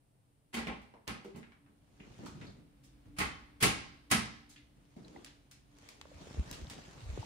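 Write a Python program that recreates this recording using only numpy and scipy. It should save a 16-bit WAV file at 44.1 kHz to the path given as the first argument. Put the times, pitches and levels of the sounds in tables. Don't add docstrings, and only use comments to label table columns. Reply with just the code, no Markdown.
import sys
import numpy as np
from scipy import signal
from scipy.fft import rfft, irfft
from scipy.io import wavfile
from scipy.ndimage import uniform_filter1d

SR = 44100
rng = np.random.default_rng(int(sys.argv[2]) if len(sys.argv) > 2 else 0)


def generate_wav(signal):
    frames = np.transpose(np.atleast_2d(signal))
    scaled = np.clip(frames, -1, 1) * 32767
    pcm = np.round(scaled).astype(np.int16)
    wavfile.write(sys.argv[1], SR, pcm)


N = 320088
HZ = np.fft.rfftfreq(8192, 1 / SR)
BAND_LIMIT_HZ = 15700

# freq_hz, level_db
AIR_SPECTRUM = [(18, -18.5), (35, -5), (60, -13), (85, -7.5), (130, 0.5), (180, -11), (300, -15.5),
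                (700, -19), (1230, -27.5), (3500, -32.5), (6740, -37), (9070, -27), (14800, -36),
                (16000, -42)]
AIR_LEVEL_DB = -71.5
# pitch_hz, level_db
HUM_TONES = [(62, -75.5), (135, -76.5), (289, -70.5)]
# freq_hz, level_db
FAN_SPECTRUM = [(20, -42.5), (45, 6.5), (70, -5.5), (250, -6.5), (450, -17.5), (1000, -23.5), (3000, -27.5),
                (7000, -39), (15000, -39.5)]
# time_s, gain_db
APPLIANCE_GAIN = [(0, -17.5), (2, -4), (3.2, 3.5), (4.8, -1.5), (7.25, 0.5)]

# freq_hz, t60_s
ROOM_DECAY = [(100, 0.81), (300, 0.62), (800, 0.66), (2500, 0.62), (5000, 0.63), (9000, 0.38),
              (15000, 0.17)]
# freq_hz, likeness
STEREO_LIKENESS = [(60, 0.84), (150, 0.76), (300, 0.47), (650, 0.09), (1400, -0.21), (3000, 0.17),
                   (15000, -0.39)]

# start_s, level_db, centre_hz, length_s
FOOTFALLS = [(1.689, -63.5, 168, 0.0068), (1.809, -68, 170, 0.0085), (1.993, -54.5, 252, 0.02),
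             (2.185, -46.5, 178, 0.011), (2.23, -45.5, 250, 0.0071), (2.338, -45, 137, 0.039),
             (2.41, -48.5, 183, 0.022), (2.553, -55, 181, 0.043), (3.056, -54, 134, 0.0057),
             (4.77, -62, 153.7, .0046), (4.963, -47.5, 200, 0.0077), (5.036, -52.5, 256, 0.05),
             (5.141, -50, 304, 0.018)]
# start_s, level_db, centre_hz, width_octaves
WOOD_TAPS = [(.669, -45.5, 2380, 0.41), (.69, -49.5, 820, 1.1), (0.938, -56, 501, 1.5),
             (1.245, -55, 514, 1.9), (1.428, -58, 1900, 0.87), (1.519, -63, 1481, 1.2),
             (1.661, -71, 1280, 1.03), (2.0, -59, 2250, 0.55), (2.035, -65.5, 1680, 1),
             (2.262, -52.5, 1140, .7), (2.412, -54.5, 1720, 1.2), (2.466, -61.5, 4150, 0.42),
             (4.561, -58.5, 2440, 1.08), (5.26, -57, 2530, 1.4)]
# start_s, level_db, centre_hz, scrape_s, room_db
CLAW_TICKS = [(0.816, -69, 3000, 0.0054, 4), (1.0775, -49.5, 4340, 0.00105, -13),
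              (1.243, -64, 3900, 0.0041, 8), (1.359, -62, 8400, 0.0068, 5), (2.2593, -53.5, 3700, .001, 10),
              (2.833, -64, 6100, 0.0087, 18), (4.49, -58, 6430, 0.015, 13), (5.246, -54, 3600, 0.0013, -2),
              (5.511, -57.5, 3440, 0.0075, 1), (5.8886, -54.5, 2900, 0.0012, -3),
              (6.513, -50.5, 5440, .0011, -14), (6.527, -49, 2690, 0.0017, 6),
              (6.699, -48.5, 2430, 0.0025, 3.5)]
# pitch_hz, level_db, t60_s
HOLLOW_MODES = [(396, -33.5, 0.11), (467, -40.5, .1), (333, -44.5, 0.12), (205, -42.5, 0.15)]
HOLLOW_START_S = 1.246
# start_s, level_db, centre_hz, width_octaves
CLOSE_CLICKS = [(5.047, -66, 4000, 0.18), (5.081, -68, 4000, 1.1), (5.1605, -56, 836, 0.33),
                (5.16, -64, 1960, 0.18), (5.786, -69, 4020, 1.8), (6.013, -54, 1440, 2.1),
                (6.054, -59.5, 535, 1.2), (6.114, -60, 563, .45), (6.27, -56.5, 446, 0.97),
                (6.369, -52.5, 357, 0.72), (6.394, -45, 150, 0.97), (6.613, -58, 304, 0.64),
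                (6.669, -63, 3830, 0.48), (6.786, -57.5, 710, 0.51), (7.1748, -45, 315, 1.2),
                (7.2263, -52, 860, 0.29)]

# peak_s, rise_s, fall_s, rustle_db, rumble_db
STROKES = [(2.241, .22, 0.16, -61, -53.5), (2.44, .055, 0.092, -61, -51.5), (5.22, 0.29, 0.16, -65, -71),
           (5.851, 0.096, 0.24, -61, -69), (6.26, 0.14, 0.34, -56, -51), (6.53, 0.11, .13, -52.5, -47),
           (6.73, 0.063, 0.27, -57.5, -54.5), (7.22, 0.4, 0.37, -55, -54)]
# freq_hz, level_db
FUR_SPECTRUM = [(200, -21.5), (400, 0.5), (1130, -5), (3000, -8), (5400, -11.5), (6600, -11),
                (10000, -22.5), (14000, -28), (16000, -35)]
# freq_hz, level_db
HAND_SPECTRUM = [(20, -50.5), (40, 5), (70, 0.5), (200, 0.5), (400, -11), (800, -15.5), (1600, -26.5),
                 (5000, -78)]
CRACKLES_PER_S = 22
SLIPS_PER_S = 35
STROKE_ROUNDNESS = 1.34

# start_s, peak_db, length_s, pitch_hz
HOUSING_PUSHES = [(6.004, -55, 0.084, 66.6), (6.136, -50, .058, 69.6), (6.371, -25, 0.057, 61.8),
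                  (6.609, -38, 0.05, 58), (6.662, -46, .034, 101), (7.01, -43.5, 0.059, 98),
                  (7.044, -39, 0.056, 58.4), (7.081, -33, .043, 60.5), (7.107, -38, .07, 55.5),
                  (7.178, -34, 0.042, 91)]

# edge_s, edge_db, treble_db, hollowness_db, graze_db, graze_lead_s,
# landing_db, landing_delay_s, board_ring_db, floor_boom_db
KNOCK_EVENTS = [(.540, -39, -2, -1, -41.5, 0.012, -38.5, 0.027, -35, -68),
                (.668, -40, -25, -3.5, -50, 0.0066, -42, .012, -48, -58),
                (1.076, -42, -8, -1.5, -41, 0.0062, -48.5, .004, -42.5, -53),
                (1.346, -56, -35, -10, -52, 0.0058, -55.5, .011, -47, -55),
                (3.184, -34, 2.5, 3, -49.5, 0.021, -32, .016, -50, -47.5),
                (3.624, -24, 8.5, -0.5, -33, 0.021, -25, .006, -36.5, -36),
                (4.111, -26, 9.5, 3.5, -36, 0.011, -28, 0.0038, -30.5, -38.5)]
# freq_hz, level_db
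KNOCK_SPECTRUM = [(30, -27), (60, 5.5), (110, -7.5), (220, 6), (330, 1), (580, -6), (850, -3), (2000, -1),
                  (3200, -3), (5000, -7), (7200, -9), (9500, -5.5), (13000, -10), (16000, -17.5)]
# centre_hz, width_hz, lift_db
BODY_RESONANCES = [(433, 9.2, 6.5), (784, 18, 8.5), (854, 22, 4.5), (1081, 25, 8.5), (1293, 12, 5.5),
                   (1622, 18, 6.5), (1905, 18, 5), (2033, 70, 6), (2226, 220, 4), (2460, 49, 4.5),
                   (2640, 85, 1.5), (3090, 26, 7), (3520, 25, 2), (4600, 240, 3)]
# pitch_hz, level_db, t60_s
BOARD_MODES = [(226.6, 6.5, 0.25), (203.3, -3.5, 0.34), (298, -21.5, 0.24)]
# pitch_hz, level_db, t60_s
FLOOR_MODES = [(176, 4.5, 0.24), (122.9, 2, .36), (148, 1.5, 0.28), (87.3, -9.5, 0.77), (46.4, -20, 0.32)]
GRAZE_S, EDGE_S, LANDING_S = 0.027, 0.008, 0.0071
GRAZE_TREBLE_DB, LANDING_TREBLE_DB = -7, -15
GRAZE_RISE, EDGE_RISE, LANDING_RISE = .9, 0.41, .8
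GRAZE_SNAP, EDGE_SNAP, LANDING_SNAP = .1, 0.26, 0.089
BOUNCE_LAG, BOUNCE_DB = 1.6, -2.5
RING_DELAY_S = 0.0024


def gain_of(db):
    return 10 ** (np.asarray(db) / 20)


def read(points, hz):
    freq, value = np.transpose(points)
    return np.interp(np.log(hz + 1), np.log(freq), value)


def add(mix, start_s, sound):
    part = mix[:, round(start_s * SR):][:, :sound.shape[-1]]
    part += sound[..., :part.shape[1]]


def causal(db):
    log_gain = np.log(gain_of(np.maximum(db - db.max(), -90)))
    circle = np.concatenate([log_gain, log_gain[-2:0:-1]])
    return np.fft.ifft(np.exp(np.conj(signal.hilbert(circle)))).real


def diffuse(size):
    a, b = rfft(rng.standard_normal((2, size)))
    same = np.clip(read(STEREO_LIKENESS, np.fft.rfftfreq(size, 1 / SR)), -1, 1)
    mid = a * np.sqrt((1 + same) / 2)
    side = b * np.sqrt((1 - same) / 2)
    return np.array([mid + side, mid - side])


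def noise(spectrum):
    colour = gain_of(read(spectrum, np.fft.rfftfreq(N, 1 / SR)))
    x = irfft(diffuse(size=N) * colour, N)
    return x / x.std()


def smooth_noise(first, second):
    return uniform_filter1d(uniform_filter1d(rng.standard_normal(N), size=first), size=second)


def room(build_s, early_db=6, early_s=0.061):
    hz, t, bands = signal.stft(irfft(diffuse(size=32768)), SR, nperseg=256)
    decay = gain_of(-60 * t / read(ROOM_DECAY, hz)[:, None])
    tail = signal.istft(bands * decay, SR)[1]
    t = np.arange(tail.shape[1]) / SR
    tail *= 1 - np.exp(-t / build_s)
    tail *= 1 + gain_of(early_db) * np.exp(-t / early_s)
    return tail / np.linalg.norm(tail[0])


def contact(colour_db, length_s, room_db, snap, rise, ripple_db=2.5, grain_db=4):
    echo = room(build_s=length_s)
    size = echo.shape[1]
    t = np.arange(size) / SR
    grains = gain_of(grain_db * np.repeat(rng.standard_normal(size), 24)[:size])
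    envelope = (1 - np.exp(-t / (rise * length_s))) * np.exp(-t / length_s)
    impacts = irfft(diffuse(size=size)) * grains * envelope
    sound = impacts / np.sqrt((impacts ** 2).mean(0).sum()) + gain_of(room_db) * echo
    sound[:, int(rise * length_s * SR)] += snap
    ripple = uniform_filter1d(rng.standard_normal(len(HZ)), size=24)
    ripple *= ripple_db / ripple.std() * HZ / (HZ + 300)
    sound = signal.fftconvolve(sound, causal(colour_db + ripple)[None], axes=1)
    return sound / np.sqrt((sound ** 2).mean(0).sum() / (.03 * SR))


def tap(db, hz, octaves, length_s, room_db, skirt_db, snap, rise=.33, top_hz=12000):
    distance = np.log2((HZ + 1) / hz) / octaves
    colour = -skirt_db * np.log10(1 + distance ** 2 / 2) - 2 * (HZ / top_hz) ** 2
    return gain_of(db) * contact(colour, length_s, room_db, snap, rise)


def ring(modes, swell_s, room_db):
    t = np.arange(SR // 2) / SR
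    tone = np.zeros(len(t))
    for hz, db, t60 in modes:
        pitch = hz * rng.uniform(.99, 1.01)
        tone += gain_of(db - 60 * t / t60) * np.sin(2 * np.pi * pitch * t)
    tone *= 1 - np.exp(-t / swell_s)
    paths = room(build_s=swell_s) * gain_of(room_db)
    paths[:, 0] += 1
    return signal.fftconvolve(tone[None], paths, axes=1)


def quiet_room():
    return gain_of(AIR_LEVEL_DB) * noise(AIR_SPECTRUM)


def appliance(fan_db=-66.5, waver_turns=.15, swell_db=4.5):
    t = np.arange(N) / SR
    knots = np.arange(0, 8, 1 / 20)
    tones = np.zeros(N)
    for hz, db in HUM_TONES:
        steps, swell = rng.standard_normal((2, len(knots)))
        turns = hz * t + waver_turns * np.interp(t, knots, np.cumsum(steps))
        strength = gain_of(db + swell_db * np.interp(t, knots, swell))
        tones += strength * np.sqrt(2) * np.sin(2 * np.pi * turns)
    loudness = gain_of(np.interp(t, *np.transpose(APPLIANCE_GAIN)))
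    return (tones + gain_of(fan_db) * noise(FAN_SPECTRUM)) * loudness


def footfalls():
    out = np.zeros((2, N))
    for s, db, hz, length_s in FOOTFALLS:
        add(out, s, tap(db, hz, 0.68, length_s, room_db=4.5, skirt_db=28.5, snap=0.15))
    return out


def wood_taps():
    out = np.zeros((2, N))
    for s, db, hz, octaves in WOOD_TAPS:
        add(out, s, tap(db, hz, octaves, length_s=0.00361, room_db=2, skirt_db=60, snap=0.14))
    return out


def hollow_nudge():
    out = np.zeros((2, N))
    add(out, HOLLOW_START_S, ring(HOLLOW_MODES, swell_s=0.0134, room_db=-4))
    return out


def claws():
    out = np.zeros((2, N))
    for s, db, hz, length_s, room_db in CLAW_TICKS:
        add(out, s, tap(db, hz, 1.92, length_s, room_db, skirt_db=38, snap=0.33))
    return out


def close_clicks():
    out = np.zeros((2, N))
    for s, db, hz, octaves in CLOSE_CLICKS:
        add(out, s, tap(db, hz, octaves, length_s=0.0017, room_db=-9.5, skirt_db=69.5, snap=0.81))
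    return out


def fur_hiss(fur_db=-1, flicker_db=1.16, patch_db=2.0, crackle_db=19):
    bands = signal.stft(noise(FUR_SPECTRUM), nperseg=512)[2]
    patches = rng.standard_normal(bands.shape[1:])
    patches = uniform_filter1d(patches, size=8, axis=0)
    patches = uniform_filter1d(patches, size=7, axis=1)
    hiss = signal.istft(bands * gain_of(patch_db * patches / patches.std()))[1][:, :N]
    grains = uniform_filter1d(rng.standard_normal(N), size=160)
    hiss *= gain_of(fur_db + flicker_db * grains / grains.std())
    snaps = rng.standard_normal((2, N)) * (rng.random(N) < CRACKLES_PER_S / SR)
    fibre = causal(read(FUR_SPECTRUM, HZ))
    fibre /= np.linalg.norm(fibre)
    crackle = signal.oaconvolve(snaps, fibre[None], axes=1)[:, :N]
    return hiss + gain_of(crackle_db) * crackle


def hand_rumble(hand_db=-4, lump_db=3, slip_db=25):
    lumps = smooth_noise(800, 500)
    rumble = noise(HAND_SPECTRUM) * gain_of(hand_db + lump_db * lumps / lumps.std())
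    slips = rng.standard_normal(N) * (rng.random(N) < SLIPS_PER_S / SR)
    thud = causal(read(HAND_SPECTRUM, HZ))
    thuds = signal.oaconvolve(slips, thud / np.linalg.norm(thud))[:N]
    return rumble + gain_of(slip_db) * thuds


def rustle():
    t = np.arange(N) / SR
    fur_power, hand_power = np.zeros((2, N))
    for peak_s, rise_s, fall_s, rustle_db, rumble_db in STROKES:
        distance = np.maximum((peak_s - t) / rise_s, (t - peak_s) / fall_s)
        stroke = np.exp(-distance ** STROKE_ROUNDNESS)
        fur_power += (gain_of(rustle_db) * stroke) ** 2
        hand_power += (gain_of(rumble_db) * stroke) ** 2
    return fur_hiss() * np.sqrt(fur_power) + hand_rumble() * np.sqrt(hand_power)


def bumps(glide_s=0.0078, glide_depth=2.03):
    out = np.zeros((2, N))
    for s, db, length_s, hz in HOUSING_PUSHES:
        t = np.arange(int(length_s * SR)) / SR
        pitch = hz * (1 + glide_depth * np.exp(-t / glide_s))
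        turns = np.cumsum(pitch) / SR
        push = gain_of(db) * np.sin(np.pi * t / length_s) ** 2
        phase = np.array([[.3], [-.3]])
        add(out, s, push * np.sin(2 * np.pi * turns + phase))
    return out


def knocks(treble_hz=4200, hollow_hz=1500):
    out = np.zeros((2, N))
    colour = read(KNOCK_SPECTRUM, HZ)
    for hz, width_hz, lift_db in BODY_RESONANCES:
        colour += lift_db / (1 + (2 * (HZ - hz) / width_hz) ** 2)
    treble = HZ ** 2 / (HZ ** 2 + treble_hz ** 2)
    hollow = np.exp(-2 * np.log2((HZ + 1) / hollow_hz) ** 2)
    for (s, edge_db, treble_db, hollow_db, graze_db, lead_s,
         landing_db, delay_s, board_db, floor_db) in KNOCK_EVENTS:
        graze = (s - lead_s, graze_db, GRAZE_TREBLE_DB, GRAZE_S, GRAZE_SNAP, GRAZE_RISE)
        edge = (s, edge_db, 0, EDGE_S, EDGE_SNAP, EDGE_RISE)
        flat = (LANDING_TREBLE_DB, LANDING_S, LANDING_SNAP, LANDING_RISE)
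        landing = (s + delay_s, landing_db, *flat)
        bounce = (s + BOUNCE_LAG * delay_s, landing_db + BOUNCE_DB, *flat)
        for at_s, db, duller_db, rattle_s, snap, rise in (graze, edge, landing, bounce):
            tint = colour + (treble_db + duller_db) * treble + hollow_db * hollow
            add(out, at_s, gain_of(db) * contact(tint, rattle_s, room_db=2, snap=snap, rise=rise))
        board = ring(BOARD_MODES, swell_s=0.021, room_db=-9.5) * gain_of([[-1.5], [1.5]])
        floor = ring(FLOOR_MODES, swell_s=0.0017, room_db=-9.0) * gain_of([[-2.5], [2.5]])
        add(out, s + RING_DELAY_S, gain_of(board_db) * board)
        add(out, s + RING_DELAY_S, gain_of(floor_db) * floor)
    return out * gain_of([[-.3], [.3]])


def scene():
    background = quiet_room() + appliance()
    small_sounds = footfalls() + wood_taps() + hollow_nudge() + claws() + close_clicks()
    return background + small_sounds + rustle() + bumps() + knocks()


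def record(dry, notch_hz=11750, notch_width_hz=480, notch_db=-28):
    dip = causal(notch_db * np.exp(-((HZ - notch_hz) / notch_width_hz) ** 2))
    heard = signal.oaconvolve(dry, dip[None], axes=1)[:, :N]
    low_pass = signal.firwin(511, BAND_LIMIT_HZ, window=("kaiser", 9), fs=SR)
    return signal.oaconvolve(heard, low_pass[None], "same")


dry = scene()
out = record(dry)
generate_wav(out)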